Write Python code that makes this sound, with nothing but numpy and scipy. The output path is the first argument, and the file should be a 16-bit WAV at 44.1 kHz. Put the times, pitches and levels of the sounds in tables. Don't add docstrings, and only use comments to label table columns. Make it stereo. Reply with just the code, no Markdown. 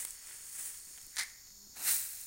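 import sys
import numpy as np
from scipy import signal
from scipy.fft import rfft, irfft, next_fast_len
from scipy.io import wavfile
from scipy.ndimage import map_coordinates

SR = 44100
rng = np.random.default_rng(int(sys.argv[2]) if len(sys.argv) > 2 else 0)


def dump_mix(stems):
    frames = np.atleast_2d(stems).T
    limited = np.clip(frames, -1, 1)
    pcm = np.round(limited * 32767).astype(np.int16)
    wavfile.write(sys.argv[1], SR, pcm)


N = 100018

# (time [s], level of the patter [dB], level of its dull body [dB])
TRICKLE_LEVELS = [(0, -38.5, -53), (.06, -46.5, -62), (.2, -55, -66), (.31, -49.5, -59), (.42, -51.5, -65),
                  (.52, -48, -65), (.6, -42, -57.5), (.66, -43, -60.5), (.75, -49, -63), (.81, -52.5, -70),
                  (.95, -54, -68.5), (1.12, -59, -71), (1.3, -60.5, -78), (1.48, -76, -77), (1.6, -78, -96)]
# (frequency [Hz], level [dB])
PATTER_COLOUR = [(2500, -38), (4200, -19), (6000, -11), (7500, -2), (8900, 2), (10200, -3), (12100, -13),
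                 (13500, -9), (15500, -6.5)]
# (frequency [Hz], level [dB])
BODY_COLOUR = [(100, -20.5), (300, -11.5), (700, -10), (1200, -6), (1900, 1.5), (2700, -4), (3500, -4.5),
               (4200, -13.5), (7000, -24.5)]
# (time [s], strength [dB])
LEAF_TICKS = [(.0488, -19), (.0503, -18), (.0518, -18.5), (.107, -21.5), (.1325, -33), (.528, -26),
              (.597, -26), (.774, -29), (.78, -31), (.9768, -32), (1.014, -33), (1.0665, -30.5),
              (1.1603, -25), (1.234, -25), (1.923, -17), (2.151, -28), (2.212, -26), (2.238, -31)]
# (centre [Hz], width [Hz], level [dB], mean pulse rate [1/s], pulse depth [dB])
INSECT_BANDS = [(4460, 167, -67, 39, 3), (5400, 410, -63, 60, 2.5), (6787, 420, -58.5, 81, 2),
                (13540, 700, -66.5, 90, 2), (15400, 700, -68.5, 90, -3)]
# (frequency [Hz], level [dB])
AIR_COLOUR = [(20, -0.5), (50, -1.5), (100, -8.5), (250, -16.5), (600, -21), (1300, -21), (2000, -20.5),
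              (3000, -26.5), (3700, -16), (5000, -13.5), (9000, -14), (11500, -20), (15500, -20)]
# (time [s], strength [dB])
BOWL_KNOCKS = [(.0505, -33), (.9765, -42), (.9815, -41), (1.014, -48)]
# (time [s], strength [dB])
HANDLING_BUMPS = [(.873, -56), (.905, -59.5), (1.035, -55), (1.068, -57.5), (1.668, -55.5), (1.693, -56.5),
                  (1.725, -56.5)]
# (frequency [Hz], level [dB])
BUMP_COLOUR = [(40, -4), (130, 1.5), (330, -1.5), (600, -12.5), (1500, -31), (4000, -48)]
# (time [s], level [dB])
CRUNCH_LEVELS = [(1.14, -74), (1.165, -53), (1.18, -43), (1.187, -34), (1.197, -34.5), (1.203, -40),
                 (1.21, -37.5), (1.222, -38), (1.245, -52), (1.3, -58), (1.37, -80)]
# (time [s], strength [dB])
BOWL_CLACKS = [(1.1552, -41), (1.1684, -20.5), (1.1724, -21), (1.1828, -21), (1.1857, -25), (1.188, -18.5),
               (1.1926, -20), (1.1955, -25), (1.198, -19.5), (1.2098, -22), (1.211, -24), (1.234, -34),
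               (1.2535, -40), (1.471, -41.5), (1.505, -41)]
# (frequency [Hz], level [dB])
SCRAPE_COLOUR = [(250, -31.5), (600, -21.5), (880, -9.5), (1150, -12), (2000, -2.5), (2800, -8), (3900, 1),
                 (5100, 2), (6200, -1.5), (7200, -1.5), (8300, -4.5), (9400, 1.5), (11200, -13.5),
                 (15500, -16)]
# (frequency [Hz], level [dB])
HOLLOW_COLOUR = [(500, -30), (900, -17.5), (1400, -12.5), (1800, -1), (2100, 2), (2400, -9), (2800, -25),
                 (5000, -36.5)]
# (multiple of the pitch, relative level [dB])
FLY_HARMONICS = [(1, 0.5), (2, -8), (3, -20), (4, -19), (5, -12.5)]
# (nominal peak [dB], first granules below the peak [dB],
# swell exponent, sag while the bulk lands [dB], fall [dB/s], lingering share [dB], its fall [dB/s])
HISS_SHAPE = (-27, 21.5, 1.33, 0, 122.5, -13, 21)
SLAP_SHAPE = (-35.5, 17, 2, 6.5, 124, -10.5, 21)
THUD_SHAPE = (-58, 1.5, 0.5, 4, 130, -29, 35)
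# (frequency [Hz], level [dB])
HISS_COLOUR = [(2000, -28.5), (3500, -16), (5000, -13), (6500, -7.5), (8000, -1.5), (9300, 1), (11300, -6),
               (12600, -3), (14000, -3.5), (15500, -2)]
# (frequency [Hz], level [dB])
SLAP_COLOUR = [(300, -33), (750, -8.5), (1100, -10.5), (1500, 0), (2050, 1), (2400, -1), (2750, -1),
               (3300, -11), (4000, 2), (5000, -3), (7000, 1), (10000, -11), (15000, -19)]
# (frequency [Hz], level [dB])
THUD_COLOUR = [(50, -15), (150, -3.5), (300, -2.5), (500, -7), (750, 0), (1400, -4.5), (3000, -26)]


def amp(db):
    return 10 ** (np.asarray(db) / 20)


def unit(x):
    return x / np.sqrt(np.mean(x ** 2) + 1e-20)


def clock():
    return np.arange(N) / SR


def away_from(moment):
    t = clock()
    return np.maximum(moment - t, 0), np.maximum(t - moment, 0)


def along(points, hz):
    f, v = np.transpose(points)
    return np.interp(np.log(hz + 1), np.log(f + 1), v)


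def curves(rows):
    s, *cols = np.transpose(rows)
    return [np.interp(clock(), s, c) for c in cols]


def wobble(rate):
    return map_coordinates(rng.standard_normal(1024), [clock() * rate], mode="wrap")


def filtered(x, response):
    size = next_fast_len(N + SR // 2)
    gain = response(np.fft.rfftfreq(size, 1 / SR))
    return irfft(rfft(x, size) * gain, size)[..., :N]


def ring(colour, size=2048):
    log_gain = np.log(amp(along(colour, np.fft.rfftfreq(size, 1 / SR))))
    cepstrum = irfft(log_gain)
    cepstrum[1:size // 2] *= 2
    cepstrum[size // 2 + 1:] = 0
    response = irfft(np.exp(rfft(cepstrum)))
    return response / np.linalg.norm(response)


def grains(colour, rate, spread_db):
    hit = rng.random(N) < rate / SR
    scatter_db = spread_db * np.clip(rng.standard_normal(N), -2, 2)
    sizes = amp(scatter_db) * rng.choice([-1, 1], N)
    impacts = hit * sizes / np.sqrt(rate)
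    return unit(signal.fftconvolve(impacts, ring(colour))[:N])


def strikes(rows, colour, t60, rattle):
    out = np.zeros(N + SR)
    t = np.arange(SR // 20) / SR
    response = ring(colour)
    for s, db in rows:
        push = rattle * rng.standard_normal(len(t)) * amp(-60 * t / t60)
        push[0] = 1
        hit = signal.fftconvolve(push, response)
        hit = hit / np.linalg.norm(hit) / np.abs(response).max()
        out[round(s * SR):][:len(hit)] += amp(db) * hit
    return out[:N]


def trickle():
    patter_db, body_db = curves(TRICKLE_LEVELS)
    flutter_db = 0.85 * wobble(69.96)
    patter = amp(patter_db + flutter_db + 1.5) * grains(PATTER_COLOUR, rate=9500, spread_db=4)
    body = amp(body_db + flutter_db + 1.4) * grains(BODY_COLOUR, rate=4000, spread_db=4)
    ticks = strikes(LEAF_TICKS, PATTER_COLOUR, t60=0.0071, rattle=0.66)
    return patter + body + ticks


def insects():
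    out = np.zeros(N)
    for hz, width, db, rate, depth_db in INSECT_BANDS:
        noise = rng.standard_normal(N)
        band = unit(filtered(noise, lambda f: np.exp(-0.5 * ((f - hz) / width) ** 2)))
        pulse = np.sin(2 * np.pi * rate * clock() + 1.3 * wobble(17))
        out += amp(db) * unit(band * amp(depth_db * pulse))
    return out


def air():
    hush = filtered(rng.standard_normal(N), lambda hz: amp(along(AIR_COLOUR, hz)))
    return amp(-61) * unit(hush)


def handling():
    knocks = strikes(BOWL_KNOCKS, BODY_COLOUR, t60=0.015, rattle=0.66)
    bumps = strikes(HANDLING_BUMPS, BUMP_COLOUR, t60=0.042, rattle=0.5)
    return knocks + bumps


def bowl():
    crunch_db, = curves(CRUNCH_LEVELS)
    crunch = amp(crunch_db) * grains(SCRAPE_COLOUR, rate=6000, spread_db=4)

    clack_t60 = 0.0077
    clacks = strikes(BOWL_CLACKS, SCRAPE_COLOUR, clack_t60, rattle=0.11)
    hollow_clacks = amp(-15.5) * strikes(BOWL_CLACKS, HOLLOW_COLOUR, clack_t60, rattle=0.088)

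    rise, fall, settle_fall = 403, 520, 97
    before, after = away_from(1.21)
    swell = amp(-39 - rise * before)
    decay = amp(-fall * after) + amp(-12 - settle_fall * after)
    answer = swell * decay * grains(HOLLOW_COLOUR, rate=4600, spread_db=3.5)
    return crunch + clacks + hollow_clacks + answer


def fly():
    pitch_hz, approach, retreat = 201, 80, 480
    phase = 2 * np.pi * np.cumsum(pitch_hz * (1 + 0.011 * wobble(25.1))) / SR
    buzz = unit(sum(amp(level) * np.sin(round(k) * phase) for k, level in FLY_HARMONICS))
    before, after = away_from(1.655)
    return amp(-66.5 - approach * before - retreat * after) * buzz


def shower(peak_db, first_db, swell, sag_db, fall, linger_db, linger_fall, onset_db_per_s=800):
    first_s, bulk_s, landed_s = 1.767, 1.8846, 1.93
    t = clock()
    arrived = np.clip((t - first_s) / (bulk_s - first_s), 0, 1)
    landed = np.clip((t - bulk_s) / (landed_s - bulk_s), 0, 1)
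    before, _ = away_from(first_s)
    _, after = away_from(landed_s)
    onset_db = -onset_db_per_s * before
    swell_db = -first_db * (1 - arrived ** swell)
    tail = np.hypot(amp(-fall * after), amp(linger_db - linger_fall * after))
    return amp(peak_db + onset_db + swell_db - sag_db * landed) * tail


def fling():
    hiss_gain = shower(*HISS_SHAPE)
    rate = 4500 + 11000 * hiss_gain / hiss_gain.max()
    flutter = amp(0.6 * wobble(120))
    hiss = hiss_gain * flutter * grains(HISS_COLOUR, rate, spread_db=4.5)
    slap = shower(*SLAP_SHAPE) * grains(SLAP_COLOUR, rate, spread_db=2.5)
    thud = shower(*THUD_SHAPE) * grains(THUD_COLOUR, rate=1500, spread_db=3.5)
    return hiss + slap + thud


def scene():
    mid = trickle() + insects() + air() + handling() + bowl() + fly() + fling()
    return np.array([mid, mid])


def record(dry):
    return filtered(dry, lambda hz: hz < 15850)


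dry = scene()
out = record(dry)
dump_mix(out)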